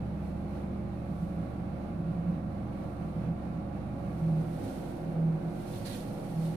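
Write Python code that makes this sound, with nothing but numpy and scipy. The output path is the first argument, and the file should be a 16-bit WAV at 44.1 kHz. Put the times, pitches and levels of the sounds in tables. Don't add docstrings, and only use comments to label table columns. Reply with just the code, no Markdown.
import sys
import numpy as np
from scipy import signal
from scipy.fft import rfft, irfft
from scipy.io import wavfile

SR = 44100
rng = np.random.default_rng(int(sys.argv[2]) if len(sys.argv) > 2 else 0)


def put_to_file(sound):
    columns = np.atleast_2d(sound).T
    safe = np.clip(columns, -1, 1)
    whole_steps = np.round(safe * 32767)
    wavfile.write(sys.argv[1], SR, whole_steps.astype(np.int16))


N = 289296
TIME = np.arange(N) / SR
BINS = np.maximum(np.arange(N // 2 + 1) * SR / N, 1)


def undb(db):
    return 10 ** (np.asarray(db) / 20)


def curve(rows):
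    return np.interp(TIME, *np.transpose(rows))


def colour(rows, hz=BINS):
    points, *columns = np.transpose(rows)
    return undb([np.interp(np.log(hz), np.log(points), db) for db in columns])


def tilt(right_db):
    return undb([[-right_db / 2], [right_db / 2]])


def walk(rate_hz):
    steps = signal.resample_poly(rng.standard_normal(512), 16, 1)
    return np.interp(TIME * rate_hz * 16, np.arange(len(steps)), steps)


def swell(peak_s, rise_s, fall_s, shape=2):
    side_s = np.where(TIME < peak_s, rise_s, fall_s)
    return 2 ** -(np.abs((TIME - peak_s) / side_s) ** shape)


def ring(peak_s, length_s, hz, db):
    envelope = swell(peak_s, length_s / 2, length_s / 2)
    return undb(db) * envelope * np.sin(2 * np.pi * (hz * TIME + rng.random()))


def noise(gain, alike_hz=650):
    mid, side = rfft(rng.standard_normal((2, N)))
    alike = 1 / (1 + (BINS / alike_hz) ** 3)
    sides = np.array([[1], [-1]])
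    pair = mid * np.sqrt(1 + alike) + side * np.sqrt(1 - alike) * sides
    return irfft(pair * gain, N) * np.sqrt(SR) / 2


def resonances(modes):
    power = 0
    for hz, width_hz, db in modes:
        offset = (BINS - hz) / (0.72 * width_hz)
        power = power + undb(db) ** 2 / (1 + offset ** 2) ** 2
    return np.sqrt(power)


def ripple(depth_db=5.5, spacing_hz=14, blur_hz=2500):
    steps = signal.resample_poly(rng.standard_normal((2, 4096)), 8, 1, axis=1)
    comb = np.array([np.interp(8 * BINS / spacing_hz, np.arange(len(row)), row) for row in steps])
    return undb(depth_db * comb / (1 + BINS / blur_hz))


def tone(hz, level, drift_s, at_node=False, waver_db=0.95, apart_hz=1100, node_rad=1.13):
    start = np.pi * rng.uniform(-1, 1)
    shift = node_rad if at_node else min(hz / apart_hz, 1) * np.pi / 4
    lag = rng.choice([-1, 1]) * shift * np.array([[1], [-1]])
    phase = 2 * np.pi * hz * (TIME + drift_s) + start
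    waver = undb(waver_db * min(hz / 120, 1) * walk(4.05))
    sine = np.cos(lag) * np.sin(phase) + np.sin(lag) * np.cos(phase)
    return np.sqrt(2) * level * waver * sine


def heard_at(place, levels_db):
    gains = undb(levels_db).reshape(3, 2)
    return np.array([np.interp(place, np.arange(3), side) for side in gains.T])


# order (multiple of the shaft rate), display_left_db, display_right_db,
# panel_left_db, panel_right_db, doors_left_db, doors_right_db
FAN_TONES = [(1, -56.2, -53.5, -56.2, -54.0, -56.6, -54.5), (2, -56.9, -54.0, -56.5, -53.9, -56.3, -53.9),
             (4, -62.2, -61.1, -59.4, -56.7, -62.2, -59.3), (5, -54.0, -48.5, -50.3, -46.3, -53.7, -48.6),
             (8, -63.7, -65.1, -55.7, -55.4, -59.1, -52.5), (9, -54.1, -53.1, -52.7, -50.3, -57.7, -52.2),
             (10, -57.2, -53.7, -56.1, -53.3, -55.3, -55.5), (13, -69.1, -58.7, -61.8, -57.5, -78.3, -63.0),
             (14, -58.1, -56.9, -60.0, -56.1, -58.1, -54.1), (15, -57.6, -58.1, -57.2, -61.2, -60.3, -52.0),
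             (22, -62.8, -62.7, -58.2, -64.2, -53.8, -57.5), (23, -69.9, -58.6, -58.3, -55.8, -59.7, -51.5),
             (26, -68.0, -67.4, -65.2, -65.1, -63.4, -57.2), (27, -60.7, -56.8, -65.6, -54.6, -63.5, -56.9),
             (28, -71.5, -63.7, -64.5, -64.5, -64.4, -65.8), (29, -67.2, -67.6, -68.0, -69.7, -67.2, -57.6),
             (31, -72.2, -64.7, -75.9, -65.6, -71.6, -56.4), (36, -67.2, -70.0, -70.8, -71.3, -69.5, -65.6),
             (42, -77.4, -81.6, -82.5, -63.4, -72.1, -78.3), (47, -70.7, -73.1, -73.0, -58.4, -77.2, -69.0),
             (51, -96.0, -84.9, -75.0, -69.4, -89.4, -85.4), (57, -80.8, -73.6, -67.0, -69.5, -73.1, -75.0),
             (59, -82.8, -74.9, -80.2, -85.2, -95.7, -76.9), (62, -84.3, -71.6, -88.8, -77.5, -74.9, -71.4),
             (64, -82.8, -76.2, -78.0, -75.4, -75.7, -74.1)]
# freq_hz, level_db
FAINT_OVERTONES = [(380, -74), (750, -72), (1000, -79), (1550, -80), (1700, -87), (2500, -91)]
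# time_s, level_db
FAN_BOOM = [(0.1, -40), (1.75, -44.5), (4.24, -44.5), (4.33, -47), (6.4, -59.5)]
SHAFT_HZ = 24.152
NODE_ORDER = 22


def fan(place, drift_s=.00004, uneven_db=3, boom_trim_db=-1.0, faint_right_db=4):
    drift = drift_s * walk(2.01)
    strong = {round(order): heard_at(place, levels) for order, *levels in FAN_TONES}
    strong[3] = undb(curve(FAN_BOOM) + boom_trim_db + np.zeros((2, 1)))
    out = 0
    for order in range(1, 85):
        hz = order * SHAFT_HZ
        scatter_db = uneven_db * rng.standard_normal((3, 2)) + faint_right_db / 2 * np.array([-1, 1])
        faint = colour(FAINT_OVERTONES, hz) * heard_at(place, scatter_db)
        out += tone(hz, strong.get(order, faint), drift, order == NODE_ORDER)
    return out


# freq_hz, display_left_db,
# display_right_db, panel_left_db, panel_right_db, doors_left_db, doors_right_db
MOTOR_TONES = [(100, -52.4, -51.4, -54.0, -52.1, -63.8, -64.9),
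               (200, -41.8, -41.9, -43.8, -42.9, -46.7, -44.7),
               (265.6, -66.4, -69.3, -61.9, -62.2, -51.5, -52.7),
               (300, -55.9, -51.5, -54.2, -48.7, -57.3, -53.8),
               (350, -54.8, -48.2, -55.9, -53.8, -49.3, -49.7),
               (558.2, -78.2, -57.8, -66.7, -56.6, -57.7, -62.2),
               (607, -61.2, -54.3, -64.8, -74.3, -62.2, -59.4),
               (703.8, -63.8, -67.7, -64.4, -62.4, -66.2, -61.8),
               (706.5, -63.3, -60.7, -64.2, -56.9, -66.2, -61.3),
               (731.6, -67.5, -67.0, -59.5, -57.5, -56.9, -63.4),
               (812, -65.6, -64.3, -71.8, -63.7, -70.5, -65.7),
               (940, -85.3, -80.2, -86.2, -74.2, -64.8, -65.7),
               (1111, -68.3, -72.0, -70.5, -71.3, -66.5, -68.6)]
BEAT_HZ = 350
BEAT_PERIOD_S, BEAT_PEAK_S, BEAT_DEPTH = 1.193, 3.08, 0.31


def motor(place, drift_s=.00003):
    drift = drift_s * walk(1.8)
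    beat = 1 + BEAT_DEPTH * np.cos(2 * np.pi * (TIME - BEAT_PEAK_S) / BEAT_PERIOD_S)
    beat = beat / np.sqrt(np.mean(beat ** 2))
    out = 0
    for hz, *levels in MOTOR_TONES:
        level = heard_at(place, levels)
        if hz == BEAT_HZ:
            level = level * beat
        out += tone(hz, level, drift)
    return out


# time_s, gain_db
UPPER_TONES = [(0, -2), (1.4, -1), (5.4, 1), (6.1, -2), (6.56, -0.5)]


def machinery(place, split_hz=330):
    tones = fan(place) + motor(place)
    low = signal.sosfiltfilt(signal.butter(4, split_hz, fs=SR, output="sos"), tones)
    upper = tones - low
    return low + upper * undb(curve(UPPER_TONES))


# freq_hz, left_db_per_hz, right_db_per_hz
AIR_RUSH = [(25, -103, -98), (59.6, -103.5, -72), (291, -69.5, -73.5), (412, -83.5, -85.5),
            (500, -76.5, -78), (815, -83, -80.5), (950, -90.5, -86), (1410, -94, -88), (1810, -93.5, -94),
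            (2250, -100.5, -91), (2700, -105, -96), (3240, -113, -101), (4070, -113, -100),
            (6030, -118, -108), (9770, -110, -107), (12400, -117, -116)]
# freq_hz, width_hz, panel_db_per_hz, doors_db_per_hz
DUCT_MODES = [(327, 50, -91, -70), (422, 47, -84, -76), (490.6, 18, -73, -68), (533, 80, -81, -80),
              (623, 95, -94, -83.5), (810.4, 33.5, -75.5, -77), (886, 15, -88, -79.5),
              (1103, 160, -88.5, -89.5), (1320, 180, -94.5, -96)]
# peak_s, half_length_s (to half the lift), lift_db
DUCT_DRAUGHTS = [(0.66, 0.15, 3.8), (6.25, .25, 2.8)]


def air(turn, flutter_db=0.8, rush_db=-0.25, duct_panel_db=-0.4, duct_doors_db=-1.0):
    draught_db = sum(db * swell(s, half_s, half_s) for s, half_s, db in DUCT_DRAUGHTS)
    rush = noise(colour(AIR_RUSH) * ripple()) * undb(rush_db)
    panel_modes = [(hz, width, db) for hz, width, db, _ in DUCT_MODES]
    doors_modes = [(hz, width, db) for hz, width, _, db in DUCT_MODES]
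    at_panel = noise(resonances(panel_modes) * ripple()) * undb(duct_panel_db)
    at_doors = noise(resonances(doors_modes) * ripple()) * undb(duct_doors_db)
    hollow = at_panel * np.sqrt(1 - turn) + at_doors * np.sqrt(turn)
    flutter = undb(flutter_db * walk(12))
    return (rush + hollow * undb(draught_db)) * flutter


# freq_hz, width_hz, level_db_per_hz
CAR_MODES = [(99, 11, -66), (119.6, 7.9, -59.5), (149, 6.5, -58.5), (166.3, 22.7, -56.5), (243, 9.3, -62.5),
             (273, 4.6, -68.5), (286, 12.8, -66)]


def rumble(level_db=-0.3, eases_s=4.3, ease_length_s=0.45, ease_db=-3.5):
    ease = curve([(eases_s, 0), (eases_s + ease_length_s, ease_db)])
    return noise(resonances(CAR_MODES)) * undb(level_db + ease)


# freq_hz, left_db_per_hz, right_db_per_hz
CLOTH_COLOUR = [(500, -107, -105), (1510, -101, -83.5), (2620, -88, -84), (4300, -91.5, -82.5),
                (6450, -87, -87.5), (8030, -96.5, -81), (9800, -86, -84), (11900, -91, -85.5),
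                (14300, -92, -91), (15500, -103, -102)]
# peak_s, rise_s, fall_s (to half height), peak_db
CLOTH_STROKES = [(.28, 0.059, 0.055, -22), (.55, 0.11, 0.08, -23), (1.22, 0.15, 0.19, -22),
                 (2.9, .15, 0.26, -25), (4.2, 0.18, 0.31, -21.5), (4.72, 0.21, 0.21, -10.5),
                 (5.76, .135, 0.077, -7.5), (5.858, 0.0045, 0.056, -1.5), (5.935, 0.061, 0.078, -3),
                 (6.2, 0.31, 0.26, -13), (6.45, .1, .15, -9.5)]
STIR_DB = -31


def clothing(grain_db=0.84, catch_db=0.7, shape=1.2):
    threads = np.repeat(rng.standard_normal(N // 32 + 1), 32)[:N]
    power = undb(STIR_DB) ** 2
    for peak_s, rise_s, fall_s, db in CLOTH_STROKES:
        power = power + (undb(db) * swell(peak_s, rise_s, fall_s, shape)) ** 2
    grain = undb(grain_db * threads + catch_db * walk(45))
    return noise(colour(CLOTH_COLOUR) * ripple()) * np.sqrt(power) * grain


# middle_s, length_s (at half height), peak_db, pitch_hz
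GUIDE_GROANS = [(1.119, 0.026, -28.5, 168), (1.233, .05, -32, 171.2), (1.314, 0.035, -31.5, 169.2),
                (1.394, 0.061, -31.5, 170), (1.921, .03, -31.5, 169), (2, 0.058, -30, 166.7),
                (2.089, 0.06, -28.5, 169.4), (2.186, 0.064, -28, 172.4), (2.286, .05, -25.5, 172.7),
                (2.341, .03, -29.5, 172), (3.094, 0.037, -33, 166.8), (3.18, 0.037, -29, 165.4),
                (3.309, 0.066, -28.5, 170.9), (3.555, 0.077, -38, 167.2), (4.319, 0.2, -24, 160.8),
                (4.511, .18, -33, 160.1), (5.263, 0.21, -24, 161.8), (5.481, 0.086, -30, 163.3),
                (6.433, 0.18, -28, 163.3)]


def groan(wobble_hz=1.4, right_db=1.5, flat=4, graze_db=-9.5, graze_lengths=1.27):
    force = 0
    for s, length, db, _ in GUIDE_GROANS:
        graze = undb(graze_db) * swell(s, graze_lengths * length, length / 2)
        press = swell(s, length / 2, length / 2, flat)
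        force = np.maximum(force, undb(db) * np.maximum(graze, press))
    hz = curve([(s, pitch) for s, _, _, pitch in GUIDE_GROANS]) + wobble_hz * walk(20)
    roughness = 1 + .06 * walk(40)
    return force * roughness * np.sin(2 * np.pi * np.cumsum(hz) / SR) * tilt(right_db)


# middle_s, length_s (at half height), peak_db
RAIL_BUMPS = [(1.426, 0.047, -37.5), (2.62, .06, -41), (4.643, .086, -37), (5.85, 0.26, -42),
              (6.101, .043, -37.5)]


def bumps(thud_hz=105.76):
    return sum(ring(s, length, thud_hz, db) for s, length, db in RAIL_BUMPS)


def panel_drone(first_s=4.72, period_s=.46, hz=263.5, length_s=0.15, first_db=-38, step_db=-4.5):
    return sum(ring(first_s + k * period_s, length_s, hz, first_db + k * step_db) for k in range(3))


# start_s, end_s, first_hz, last_hz, rms_db
CLOTH_RASPS = [(5.727, 5.783, 3900, 3690, -62), (5.847, 5.89, 4630, 4300, -50.5),
               (5.89, 5.953, 4220, 3800, -54), (5.9, 5.965, 3080, 2700, -60)]


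def rasps(half_width_hz=400, edge_s=0.0058, right_db=5):
    lowpass = signal.butter(2, half_width_hz, fs=SR, output="sos")
    parts = signal.sosfilt(lowpass, rng.standard_normal((2, 2, N)))
    spread = (parts[0] + 1j * parts[1]) / parts.std()
    out = 0
    for start, end, first_hz, last_hz, db in CLOTH_RASPS:
        gate = np.clip(np.minimum(TIME - start, end - TIME) / edge_s, 0, 1)
        phase = 2 * np.pi * np.cumsum(curve([(start, first_hz), (end, last_hz)])) / SR
        out = out + undb(db) * gate * np.real(spread * np.exp(1j * phase))
    return out * tilt(right_db)


# time_s, place (0 at the display, 1 at the panel, 2 at the doors)
MICROPHONE_TURN = [(0, 0.26), (0.8, 0), (1.3, 1.18), (4.0, 0.82), (4.55, 2), (6.56, 2)]


def scene(car_right_db=2.5):
    place = curve(MICROPHONE_TURN)
    to_doors = np.clip(place - 1, 0, 1)
    fan_and_drive = machinery(place) + air(to_doors)
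    car = (rumble() + bumps() + panel_drone()) * tilt(car_right_db)
    return fan_and_drive + car + clothing() + groan() + rasps()


# freq_hz, left_db, right_db
MICROPHONE_PORTS = [(4350, -0.5, 0), (5000, -2, -3), (5770, -3.5, -0.5), (6970, -7.5, -3),
                    (7150, -15, -6.5), (7850, -14, -5.5), (8200, -1, -4), (9100, -12, -3),
                    (9450, 0.5, -1.5), (11150, -3.5, -2.5), (11800, 0.5, -7), (14400, -1, 0.5),
                    (14900, -8, -4.5)]
TOP_HZ = 15550


def record(dry):
    fade = np.clip(np.minimum(TIME, TIME[-1] - TIME) / .004, 0, 1)
    coloured = irfft(rfft(dry * fade) * colour(MICROPHONE_PORTS), N)
    return signal.sosfilt(signal.ellip(10, .1, 80, TOP_HZ, fs=SR, output="sos"), coloured)


dry = scene()
out = record(dry)
put_to_file(out)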